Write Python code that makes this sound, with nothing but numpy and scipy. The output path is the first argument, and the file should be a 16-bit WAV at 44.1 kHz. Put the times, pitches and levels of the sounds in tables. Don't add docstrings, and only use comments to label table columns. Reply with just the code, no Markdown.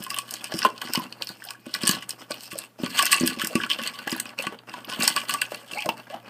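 import sys
import numpy as np
from scipy import signal
from scipy.fft import rfft, irfft, next_fast_len
from scipy.io import wavfile
from scipy.ndimage import uniform_filter1d, map_coordinates

SR = 44100
rng = np.random.default_rng(int(sys.argv[2]) if len(sys.argv) > 2 else 0)


def wav_out(sig):
    wavfile.write(sys.argv[1], SR, np.round(np.clip(np.atleast_2d(sig).T, -1, 1) * 32767).astype(np.int16))


def voltage_ratio(decibels):
    exponent = np.asarray(decibels, float) / 20
    return 10 ** exponent


N = 277389

# frequency in Hz, level in dB per Hz.
HUSH_SPECTRUM = [(30, -9), (90, -18), (200, 1), (4500, -21), (5800, -22), (15300, -23)]
# frequency in Hz, t60 in seconds.
ROOM_T60 = [(200, 0.4), (3000, 0.13), (14000, 0.14)]
# frequency in Hz, level in dB per Hz.
LICK_SPECTRUM = [(90, -19.5), (230, -2.5), (365, -10), (620, -5.5), (1500, -7.5), (5000, -38.5)]
# start in seconds, end in seconds, cavity from Hz, cavity to Hz, level in dB.
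SLURPS = [
    (1.45, 1.521, 592, 1004, -49),
    (5.735, 5.79, 470, 898, -41),
    (5.764, 5.82, 2300, 2800, -37.5),
    (1.436, 1.47, 1550, 1850, -50.5),
    (5.83, 5.89, 861, 510, -39.5),
    (6.1, 6.17, 600, 860, -41.5),
    (2.547, 2.573, 550, 540, -41),
    (3.5, 3.54, 520, 600, -42.5),
]
# time in seconds, level in dB, mouth cavity in Hz.
SMACKS = [(0.521, -39.5, 630), (0.649, -20, 1025), (0.661, -30.5, 408), (0.949, -35.5, 950),
          (1.21, -43, 526), (1.666, -47.5, 560), (2.305, -35, 560), (2.788, -48.5, 607), (3.03, -37, 680),
          (3.788, -36.5, 530), (4.072, -32.5, 797), (4.394, -36.5, 530), (4.441, -42, 720),
          (4.523, -42, 424), (4.536, -53, 460), (4.547, -49, 436), (5.011, -51, 600), (5.076, -35.5, 863),
          (5.519, -37, 560), (5.858, -35, 624), (5.889, -28, 877), (6.069, -49.5, 1590), (6.142, -38, 797)]
# time in seconds, level in dB, strongest mode in Hz.
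KNOCKS = [(0.004, -33, 209), (0.542, -23.5, 174), (0.653, -31, 353), (0.85, -36, 248), (0.899, -35, 272),
          (0.975, -22, 242), (1.301, -36, 204), (1.588, -49, 190), (1.667, -34.5, 260), (1.836, -22, 226),
          (1.893, -21.5, 207), (1.941, -37, 203), (2.307, -38, 298), (2.53, -36.5, 202), (2.8, -34.5, 247),
          (2.835, -19.5, 256), (3.2102, -17.5, 233), (3.2218, -21, 235), (3.2342, -18, 236),
          (3.2458, -22, 235), (3.29, -31, 215), (3.372, -30.5, 230), (3.437, -30, 223), (3.554, -16, 233),
          (3.79, -38, 246), (3.816, -35, 230), (4.071, -36, 284), (4.126, -25, 246), (4.469, -29, 202),
          (4.876, -38, 305), (4.993, -24.5, 226), (5.012, -26, 240), (5.729, -40.5, 190), (5.86, -31, 170),
          (5.89, -26.5, 220), (6.15, -41, 237)]
# centre in Hz, width in Hz, level in dB.
STAND_MODES = [(190, 108, -3), (219, 52, 0.5), (307.3, 45, -3), (558, 61, -7)]
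WALL_MODES = [(1000, 200, -15), (1123, 80, -2), (1495, 95, -8), (1690, 130, -7), (1990, 130, -9)]
RIM_MODES = [(2544, 315, 1.5), (2680, 355, 5), (2931, 735, -0.5)]
PELLET_MODES = [(4450, 800, 0), (5100, 900, -1)]
CRACK_MODES = [(6500, 1800, -9), (8250, 1200, 0.5), (10500, 2600, -7.5), (13000, 4500, -9)]
# time in seconds, level in dB, pitch in Hz.
CLINKS = [(0.065, -36, 1050), (0.1146, -30.5, 1120), (0.1672, -30, 3160), (0.4084, -37.5, 2940),
          (0.442, -35, 2740), (0.454, -36, 2730), (0.6185, -34, 1700), (0.6555, -22, 2740),
          (0.663, -26.5, 2960), (0.814, -32.5, 2870), (0.9572, -28, 1100.0), (0.9749, -30, 1047),
          (0.997, -36, 994), (0.649, -16, 1040), (1.5478, -41.5, 1485), (2.992, -11, 1130),
          (2.3242, -33, 677), (2.5327, -40, 3050), (5.294, -25, 1143), (2.848, -32, 2770),
          (3.019, -29, 2660), (3.275, -20.5, 3050), (3.4163, -21, 1555), (3.5606, -24, 1126),
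          (3.6006, -26, 1520), (3.6147, -34, 2770), (3.6358, -26, 2660), (3.664, -31, 1530),
          (3.7152, -25, 2670), (3.7944, -30.5, 1730), (3.836, -31.5, 3090), (3.8935, -34, 2740),
          (5.162, -24.5, 1143), (4.1476, -34, 1670), (4.1988, -31.5, 1720.0), (4.4583, -32, 1160),
          (4.4682, -25.5, 2790), (4.7392, -34, 985), (4.8954, -38, 2930), (4.9242, -32, 1063),
          (5.013, -28, 2710), (5.1732, -27, 3030), (5.1782, -28, 2670), (5.186, -31, 1125),
          (5.1952, -37, 2720), (5.2156, -32, 2710.0), (5.296, -23.5, 2830), (5.3462, -27.5, 1148),
          (5.4172, -28.5, 2680), (1.4213, -37, 1700), (5.5454, -38, 592), (3.057, -35, 1124),
          (5.7638, -36, 2570), (5.776, -34, 834), (5.7902, -33, 2550), (5.8216, -26, 2750),
          (5.8327, -33, 2410), (5.859, -37, 1070.0), (5.8931, -29, 2520), (3.012, -20.5, 1110)]
# time in seconds, level in dB, pitch in Hz.
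CLACKS = [(0.3547, -36, 4440), (0.6051, -36, 4670), (0.6121, -38, 4560), (0.6281, -22.5, 5040),
          (0.6405, -33, 4730), (0.9498, -23, 4760.0), (1.2901, -36, 4020), (1.4722, -42, 4090.0),
          (1.4866, -42, 4870.0), (1.6772, -47, 4000.0), (1.74, -22.5, 4750), (1.746, -27, 4500),
          (1.7605, -30, 4800), (1.8338, -25, 4730), (1.8518, -25, 5020), (1.9291, -31, 4830),
          (1.9496, -30, 4650), (2.3202, -30.5, 4350), (2.3721, -50, 5040.0), (2.3816, -41, 4820),
          (2.4434, -46, 4550), (2.6185, -38, 3960), (2.9742, -26.5, 5600), (3.0775, -25, 4400),
          (3.1234, -24, 4480), (3.1927, -39, 4740), (3.2376, -30, 4900), (3.7315, -26.5, 4740),
          (3.9555, -43, 4100), (4.1401, -37, 4000), (4.164, -38, 4500), (4.2643, -41, 4930),
          (4.5881, -43.5, 4400), (4.6953, -41.5, 4920), (1.402, -45, 2300), (4.8719, -46, 4580.0),
          (5.0226, -21.5, 4440), (5.3134, -33, 4900), (5.922, -41, 4170), (2.904, -40, 5250)]
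# time in seconds, level in dB, pitch in Hz.
SPLINTERS = [(0.0294, -35.5, 10900), (0.0379, -33, 13700), (0.1092, -30.5, 13300), (0.1442, -31.5, 12500),
             (0.3248, -34, 8900), (0.5822, -34, 9200), (0.648, -31, 12650.0), (0.6535, -30, 13600),
             (0.9498, -32, 13900), (0.9957, -35, 13500), (5.007, -31, 13100), (1.2302, -39, 8300),
             (1.2452, -38, 14100.0), (1.2711, -43, 11770.0), (2.0269, -40, 8750), (4.1041, -36, 13400),
             (2.3112, -39, 14000), (2.3417, -40, 12790.0), (1.4501, -31, 12800), (2.5322, -37, 13670.0),
             (2.5871, -24, 10000), (2.8301, -41, 14280.0), (2.8435, -32.5, 8200), (2.9842, -22, 8260),
             (3.1633, -22, 8040), (3.1987, -25, 7900), (3.2686, -22, 13570.0), (3.4462, -23, 8150),
             (3.4706, -23.5, 13600), (3.8258, -36, 11400.0), (3.9475, -44, 8080.0), (4.1067, -32, 7900),
             (4.199, -22, 7980), (4.4115, -40, 13300), (4.4304, -39, 8050.0), (4.7402, -42, 8300),
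             (4.164, -32, 13200), (4.8495, -37, 14400), (5.0326, -20, 8100), (5.0934, -23, 8400),
             (5.3, -28, 12800.0), (5.4631, -41, 7640), (5.5175, -42, 13700), (5.5579, -42, 13940.0),
             (5.8396, -43, 14200), (5.8901, -27, 14350.0)]
# start in seconds, held in seconds, level in dB.
STROKES = [(0, 0.033, -41), (0.099, 0.097, -38), (0.279, 0.12, -41.5), (0.439, 0.018, -40),
           (0.512, 0.15, -36.5), (0.816, 0.077, -39.5), (0.921, 0.11, -39.5), (1.21, 0.017, -46),
           (1.285, 0.024, -48), (1.42, 0.11, -50), (1.66, 0.058, -48.5), (1.74, 0.032, -36.5),
           (1.816, .05, -31.5), (1.87, 0.057, -29), (1.93, 0.029, -33.5), (2.009, .02, -46),
           (2.092, 0.031, -44.5), (2.189, 0.027, -42.5), (2.301, 0.011, -42.5), (2.335, 0.14, -49.5),
           (2.516, 0.011, -36.5), (2.578, 0.067, -42.5), (2.79, .03, -42), (2.835, 0.049, -34),
           (2.905, .04, -37), (2.95, 0.024, -23.5), (2.978, 0.053, -23), (3.052, 0.024, -29),
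           (3.113, 0.039, -19.5), (3.19, 0.13, -31), (3.396, 0.04, -26.5), (3.5, 0.03, -40),
           (3.556, .095, -35.5), (3.699, 0.03, -27), (3.787, 0.096, -31.5), (3.94, 0.087, -40),
           (4.065, 0.12, -35.5), (4.255, 0.05, -42.5), (4.379, 0.076, -33), (4.5, 0.043, -50.5),
           (4.677, .12, -44.5), (4.889, 0.065, -33), (5.005, 0.069, -22), (5.16, 0.03, -29),
           (5.288, 0.047, -29), (5.414, 0.026, -43), (5.51, 0.043, -41), (5.712, 0.1, -41),
           (5.969, 0.027, -48), (6.1, 0.042, -45), (6.261, 0.028, -48)]
# time in seconds, idle shuffling in dB, dryness in dB, wetness in dB.
MUZZLE = [(0, -49.5, 3.5, -3.5), (.7, -47, 3, 0.5), (1.18, -52.5, 2.5, 4), (1.3, -51, 9, -1),
          (1.6, -55, 2, -5), (1.72, -48, 0, -3.5), (2.28, -67, 1.5, 0.5), (2.44, -52, 12.5, -3),
          (2.68, -73, 0.5, -3.5), (2.77, -83, -1, 5), (2.9, -43, -0.5, -7.5), (3.5, -44.5, 0, -3),
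          (4, -50.5, -4, -3.5), (4.631, -64, -4, 4.5), (5.1, -32, 2, -1.5), (5.47, -43.5, 2, -1),
          (5.78, -44.5, 6, -2), (6.08, -52.5, -1.5, 2.5), (6.29, -48.5, -7, 1.5)]
# time in seconds, level in dB, brightness in dB.
TAPS = [(0.0645, -30.5, -6), (0.164, -25.5, -5), (0.5197, -23.5, -24), (0.618, -21, -19),
        (0.63, -17.5, -32), (0.6627, -23, -20), (0.8165, -21, -9), (0.8724, -28, -19), (0.9733, -24.5, -5),
        (1.422, -37, -38), (1.871, -13, -3), (2.0234, -25.5, -32), (2.3084, -24.5, -3), (2.861, -17.5, -22),
        (2.9915, -7, -5), (3.398, -21, -15), (3.4158, -20, -4), (3.6143, -23, -23), (3.6344, -16.5, -24),
        (3.6634, -33, -3), (3.9888, -25.5, -11), (4.0751, -16.5, -11), (4.1257, -19.5, -6),
        (4.1784, -30, -6), (4.4677, -21, -8), (4.7381, -27, -21), (4.9166, -22, -38), (5.0406, -35, 15),
        (5.1631, -14, -7), (5.2937, -18.5, -3)]
# time in seconds, level in dB, brightness in dB.
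TICKS = [(0.1423, -19.5, -23), (0.648, -14.5, -15), (0.7786, -33.5, -1.5), (0.9489, -27, -9),
         (0.9554, -13.5, -8), (1.1248, -31, -5.5), (1.2216, -19.5, -5), (1.2708, -26, -4),
         (1.487, -28, -14), (1.86, -27, 4), (2.1062, -37, 17), (2.3169, -23.5, -5.5), (2.3416, -30, -13),
         (3.142, -14.5, -0.5), (3.714, -15.5, -10.5), (3.9405, -36, -3), (4.0955, -25, -5),
         (4.1171, -22, -0.5), (4.2914, -31.5, -7), (4.3879, -21.5, -6.5), (4.6943, -35, -3),
         (4.846, -29, -15), (4.9354, -23, -7), (5.5185, -27, -16), (5.5455, -26, -4), (5.7332, -24, -9),
         (5.8217, -20, -10.5), (5.89, -14.5, -13), (5.9983, -34, -11)]
# time in seconds, level in dB, dullness in dB.
SNAPS = [(0.0383, -24, -34), (0.3088, -20, -14), (0.339, -18.5, -10), (0.442, -21.5, -8.5),
         (0.5895, -18.5, -13), (0.9352, -16.5, -6), (1.4398, -33.5, -5), (1.506, -27, 0.5),
         (1.7404, -25, -5), (1.8527, -25, -13), (1.8764, -4, -23), (1.8919, -9.5, -2), (1.9116, -14.5, -6),
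         (2.0924, -14.5, -16.5), (2.5798, -28, -22), (2.587, -25.5, -4), (3.0547, -10, -17),
         (3.1176, -17.5, 6), (3.262, -12.5, -24), (3.4466, -19.5, -2), (3.471, -12.5, -22),
         (3.8352, -28.5, -3), (3.874, -23.5, -2), (4.1997, -12.5, -18), (4.4239, -23.5, -9),
         (5.0011, -24, -13), (5.0325, -15, -16), (5.2848, -28, -9), (5.8947, -37, -4)]
# time in seconds, level in dB, brightness in dB.
CRUSHES = [(0.1026, -24.5, 2), (0.1863, -20, 3.5), (1.29, -30, -0.5), (1.6642, -44, 2), (1.748, -18.5, -6),
           (1.834, -21.5, -3), (2.5165, -28, -19), (2.8343, -27, -13), (3.025, -16.5, 4.5), (3.065, -17, 0),
           (3.1214, -19.5, 7.5), (3.128, -6.5, -4.5), (3.2082, -33, 10), (3.275, -22.5, 9.5),
           (3.5538, -14, -4), (3.704, -19.5, -20), (3.8633, -23, -8), (4.2551, -29, -12), (4.588, -39, -25),
           (5.023, -18, -4), (5.0775, -13.5, 8), (5.3388, -15.5, -3), (5.416, -13, -4), (5.7119, -27, -37),
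           (5.8587, -29, 1), (6.1406, -35.5, -21)]
TAP_DRIVE = (0, -1.5, -10, 0), (0, 0.1, 0.14, 1)
TICK_DRIVE = (-10.5, 0.0051, 0.085, -6.5), (0, 0.0079, 0.95, 0.96)
SNAP_DRIVE = (-3, -4.5, -5.5, 0), (1, 0.55, 0.4, 0.21)
CRUSH_DRIVE = (-0.39, 0.036, -5.5, 0.26), (0.15, 0.012, 1, 0.89)

MIDDLE_DB = -39.5
SWELL_S, FADE_S = 0.012, 0.053


def unit(x):
    return x / np.sqrt(np.mean(x ** 2) + 1e-20)


def along(points, hz):
    f, v = np.transpose(points)
    return np.interp(np.log(hz + 1), np.log(f + 1), v)


def wobble(knots_per_s):
    knots = rng.standard_normal(int(N * knots_per_s / SR) + 4)
    return map_coordinates(knots, [np.arange(N) * knots_per_s / SR])


def filtered(x, response):
    m = next_fast_len(N + SR // 2)
    return irfft(rfft(x, m) * response(np.fft.rfftfreq(m, 1 / SR)), m)[..., :N]


def placed(times_s, rows, lead=0):
    first = np.round(times_s * SR).astype(int)[:, None]
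    at = np.maximum(first + np.arange(rows.shape[1]) - lead, 0)
    return np.bincount(at.ravel(), rows.ravel(), N + SR)[:N]


def floor():
    phase = 2 * np.pi * 119.5 * np.arange(N) / SR + 0.5 * wobble(6)
    hum = voltage_ratio(-57.5 + 2.1 * wobble(9)) * np.sin(phase)
    hush = filtered(rng.standard_normal(N), lambda f: voltage_ratio(along(HUSH_SPECTRUM, f)))
    return hum + voltage_ratio(-60.0 + 1.8 * wobble(7.3)) * unit(hush)


def room(x):
    hz, t, z = signal.stft(rng.standard_normal(SR // 3), SR, nperseg=256)
    decay = voltage_ratio(-60 * t / along(ROOM_T60, hz)[:, None])
    tail = signal.istft(z * decay, SR, nperseg=256)[1]
    return signal.fftconvolve(np.pad(x, (200, 0)), tail / np.linalg.norm(tail))[:N]


def ring(force, modes, touch_db):
    def mode(f, centre_hz, width_hz):
        damping = 1j * f * width_hz
        return (damping / (centre_hz ** 2 - f * f + damping)) ** 2

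    grid_hz = np.linspace(0, SR / 2, num=20000)
    energy, out = 0, 0
    for k, (centre_hz, width_hz, db) in enumerate(modes):
        energy += voltage_ratio(2 * db) * np.mean(np.abs(mode(grid_hz, centre_hz, width_hz)) ** 2)
        drive = force * voltage_ratio(db + touch_db * wobble(25))
        out = out + filtered(drive, lambda f: 1j ** k * mode(f, centre_hz, width_hz))
    return out / np.sqrt(energy)


def grains(per_s, spread_db, clump_db):
    chance, sign, size = rng.random(N), rng.standard_normal(N), rng.exponential(size=N)
    strength = voltage_ratio(spread_db * np.minimum(size, 4) + clump_db * wobble(50))
    hits = (chance < per_s / SR) * sign * strength
    power = uniform_filter1d(uniform_filter1d(hits ** 2, size=2500), size=2500)
    return hits / np.sqrt(np.abs(power) + 0.17 * np.median(power))


def stirring():
    t = np.arange(0, N + 64, 64) / SR
    start_s, held_s, db = np.transpose(STROKES)[:, :, None]
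    at_s, *columns = np.transpose(MUZZLE)
    idle_db, dry_db, wet_db = [np.interp(t, at_s, c) for c in columns]
    swell = (start_s - t).clip(0) / SWELL_S
    fade = (t - start_s - held_s).clip(0) / FADE_S
    strokes = voltage_ratio(db - 20 * (swell + fade))
    stir_db = 20 * np.log10(strokes.sum(axis=0) + voltage_ratio(idle_db - 4.5)) - MIDDLE_DB
    wall_db = stir_db - 0.34 * dry_db
    rim_db = stir_db + 0.22 * dry_db
    crackle_db = 1.064 * stir_db + dry_db
    lick_db = 0.62 * stir_db + wet_db - 4
    levels = wall_db, rim_db, crackle_db, lick_db
    return [np.interp(np.arange(N) / SR, t, MIDDLE_DB + c) for c in levels]


def slurps():
    t = np.arange(N) / SR
    flutter = 0.5 + wobble(220)
    out = np.zeros(N)
    for start_s, end_s, from_hz, to_hz, db in SLURPS:
        u = np.clip((t - start_s) / (end_s - start_s), 0, 1)
        hz = (from_hz + (to_hz - from_hz) * u) * (1 + 0.09 * wobble(150))
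        swell = np.sqrt(np.sin(np.pi * u).clip(0))
        out += voltage_ratio(db + 6.5) * swell * flutter * np.sin(2 * np.pi * np.cumsum(hz) / SR)
    return out


def mouth():
    s, db, hz = np.transpose(SMACKS)[:, :, None]
    t = np.arange(SR // 10) / SR
    noise = uniform_filter1d(rng.standard_normal((len(s), len(t))), size=40) * np.sqrt(40)
    envelope = voltage_ratio(db + 16.0 - 60 * t / 0.034) * (1 - np.exp(-t / 0.001))
    cavity = np.sin(2 * np.pi * hz * t * (1 + 2.0 * t))
    pops = placed(s[:, 0], envelope * cavity * (1 + 0.69 * noise))
    wet = voltage_ratio(stirring()[3] - 3.0) * grains(per_s=1300, spread_db=-4, clump_db=7.0)
    licking = filtered(wet, lambda f: voltage_ratio(along(LICK_SPECTRUM, f) + 19))
    return filtered(pops, lambda f: (f / (f - 250j)) ** 2) + licking


def stand():
    s, db, hz = np.transpose(KNOCKS)[:, :, None]
    t = np.arange(SR // 6) / SR
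    push = voltage_ratio(db + 5) * t / 0.00051 * np.exp(-t / 0.00026)
    second = 0.85 * voltage_ratio(rng.normal(0, 1.5, db.shape)) * np.sin(2 * np.pi * 316 * t)
    pair = np.sin(2 * np.pi * hz * t) + second
    boom = voltage_ratio(db + 1.5 - 60 * t / 0.06) * (1 - np.exp(-t / 0.00067)) * pair
    rocking = voltage_ratio(stirring()[3] - 10.5) * grains(per_s=300, spread_db=1.0, clump_db=-0.5)
    rung = ring(placed(s[:, 0], push) + rocking, STAND_MODES, touch_db=5.0)
    return rung + placed(s[:, 0], boom) * voltage_ratio(1.6 * wobble(90))


def struck(rows, lift_db, t60_s, spread):
    s, db, hz = np.transpose(rows)[:, :, None]
    t = np.arange(SR // 30) / SR
    detune, start = rng.uniform(-1, 1, (len(rows), 2, 16)).transpose(1, 2, 0)[..., None]
    partials = np.sin(2 * np.pi * hz * (1 + spread * detune) * t + np.pi * start)
    cluster = partials.sum(axis=0) / 4
    envelope = voltage_ratio(db + lift_db - 60 * t / t60_s) * (1 - np.exp(-t / 0.00071))
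    return placed(s[:, 0], envelope * cluster)


def crumbs():
    fizz_db = MIDDLE_DB - 23.0 + 0.52 * (stirring()[2] - MIDDLE_DB)
    fizz = voltage_ratio(fizz_db) * grains(per_s=4200, spread_db=12, clump_db=3)
    wall = [row for row in CLINKS if row[2] < 1200]
    rim = [row for row in CLINKS if row[2] >= 1200]
    out = struck(wall, lift_db=3, t60_s=0.09, spread=0.012)
    out += struck(rim, lift_db=8, t60_s=0.03, spread=0.16)
    out += struck(CLACKS, lift_db=10, t60_s=0.016, spread=0.17)
    out += struck(SPLINTERS, lift_db=11, t60_s=0.011, spread=0.24)
    return out + ring(fizz, [(10900, 1500, -6.0), (13900, 1600, 4.0)], touch_db=1.5)


def contacts():
    kinds = (TAPS, TAP_DRIVE), (TICKS, TICK_DRIVE), (SNAPS, SNAP_DRIVE), (CRUSHES, CRUSH_DRIVE)
    out = []
    for rows, (share_db, follow) in kinds:
        for s, db, colour_db in rows:
            out.append((s, *(db + np.array(share_db) + colour_db * np.array(follow))))
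    return np.transpose(out)


def blows(times_s, db, t60_s, debris_db):
    lead = SR // 100
    t = (np.arange(SR // 12) - lead) / SR
    shape = len(times_s), len(t)
    creak = voltage_ratio(-6 + 60 * t / 0.012)
    snap = voltage_ratio(-60 * t / t60_s) + 1.6 * voltage_ratio(-60 * t / 0.0052)
    burst = np.where(t < 0, creak, snap)
    debris = (t > 0) * voltage_ratio(debris_db - 60 * t / 0.084 + 6.1 * rng.standard_normal(shape))
    force = rng.standard_normal(shape) * (burst + debris)
    force /= np.linalg.norm(force, axis=1, keepdims=True)
    return placed(times_s, force * voltage_ratio(db)[:, None], lead=lead)


def kibble():
    s, wall_db, rim_db, pellet_db, crack_db = contacts()
    wall_rattle_db, rim_rattle_db, crackle_db, _ = stirring()
    heap = grains(per_s=950, spread_db=4.5, clump_db=4)

    rattle = 0.71 * heap + grains(per_s=1200, spread_db=4.0, clump_db=4.5)
    wall = blows(s, wall_db + 15.0, t60_s=0.017, debris_db=-32.5) + voltage_ratio(wall_rattle_db - 11.5) * rattle

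    rattle = heap + 0.79 * grains(per_s=2000, spread_db=4.5, clump_db=5)
    rim = blows(s, rim_db + 21.5, t60_s=0.012, debris_db=-12.0) + voltage_ratio(rim_rattle_db - 1.5) * rattle

    rattle = 0.74 * heap + 0.59 * grains(per_s=2700, spread_db=1, clump_db=4.5)
    pellet = blows(s, pellet_db + 21.0, t60_s=0.024, debris_db=-25) + voltage_ratio(crackle_db - 9.5) * rattle

    rattle = 0.64 * heap + 0.61 * grains(per_s=4700, spread_db=2.5, clump_db=8)
    crack = blows(s, crack_db + 17.5, t60_s=0.017, debris_db=-16.5) + voltage_ratio(crackle_db - 12.0) * rattle

    bowl = ring(wall, WALL_MODES, touch_db=2.5) + ring(rim, RIM_MODES, touch_db=2.5)
    return bowl + ring(pellet, PELLET_MODES, touch_db=3) + ring(crack, CRACK_MODES, touch_db=1.5)


def scene():
    meal = slurps() + mouth() + stand() + crumbs() + kibble()
    return (floor() + voltage_ratio(-13.0) * room(meal) + meal)[None]


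def top_cut(x):
    return signal.sosfilt(signal.butter(12, 16460, fs=SR, output="sos"), x)


def record(dry):
    top_hz = 15350
    soft = dry / (1 + np.abs(dry / 0.75) ** 4) ** (1 / 4)
    mix = filtered(soft, lambda f: (f / (f + 1e-9 - 70j)) ** 2 / (1 + (f / top_hz) ** 130))
    return top_cut(mix)


dry = scene()
out = record(dry)
wav_out(out)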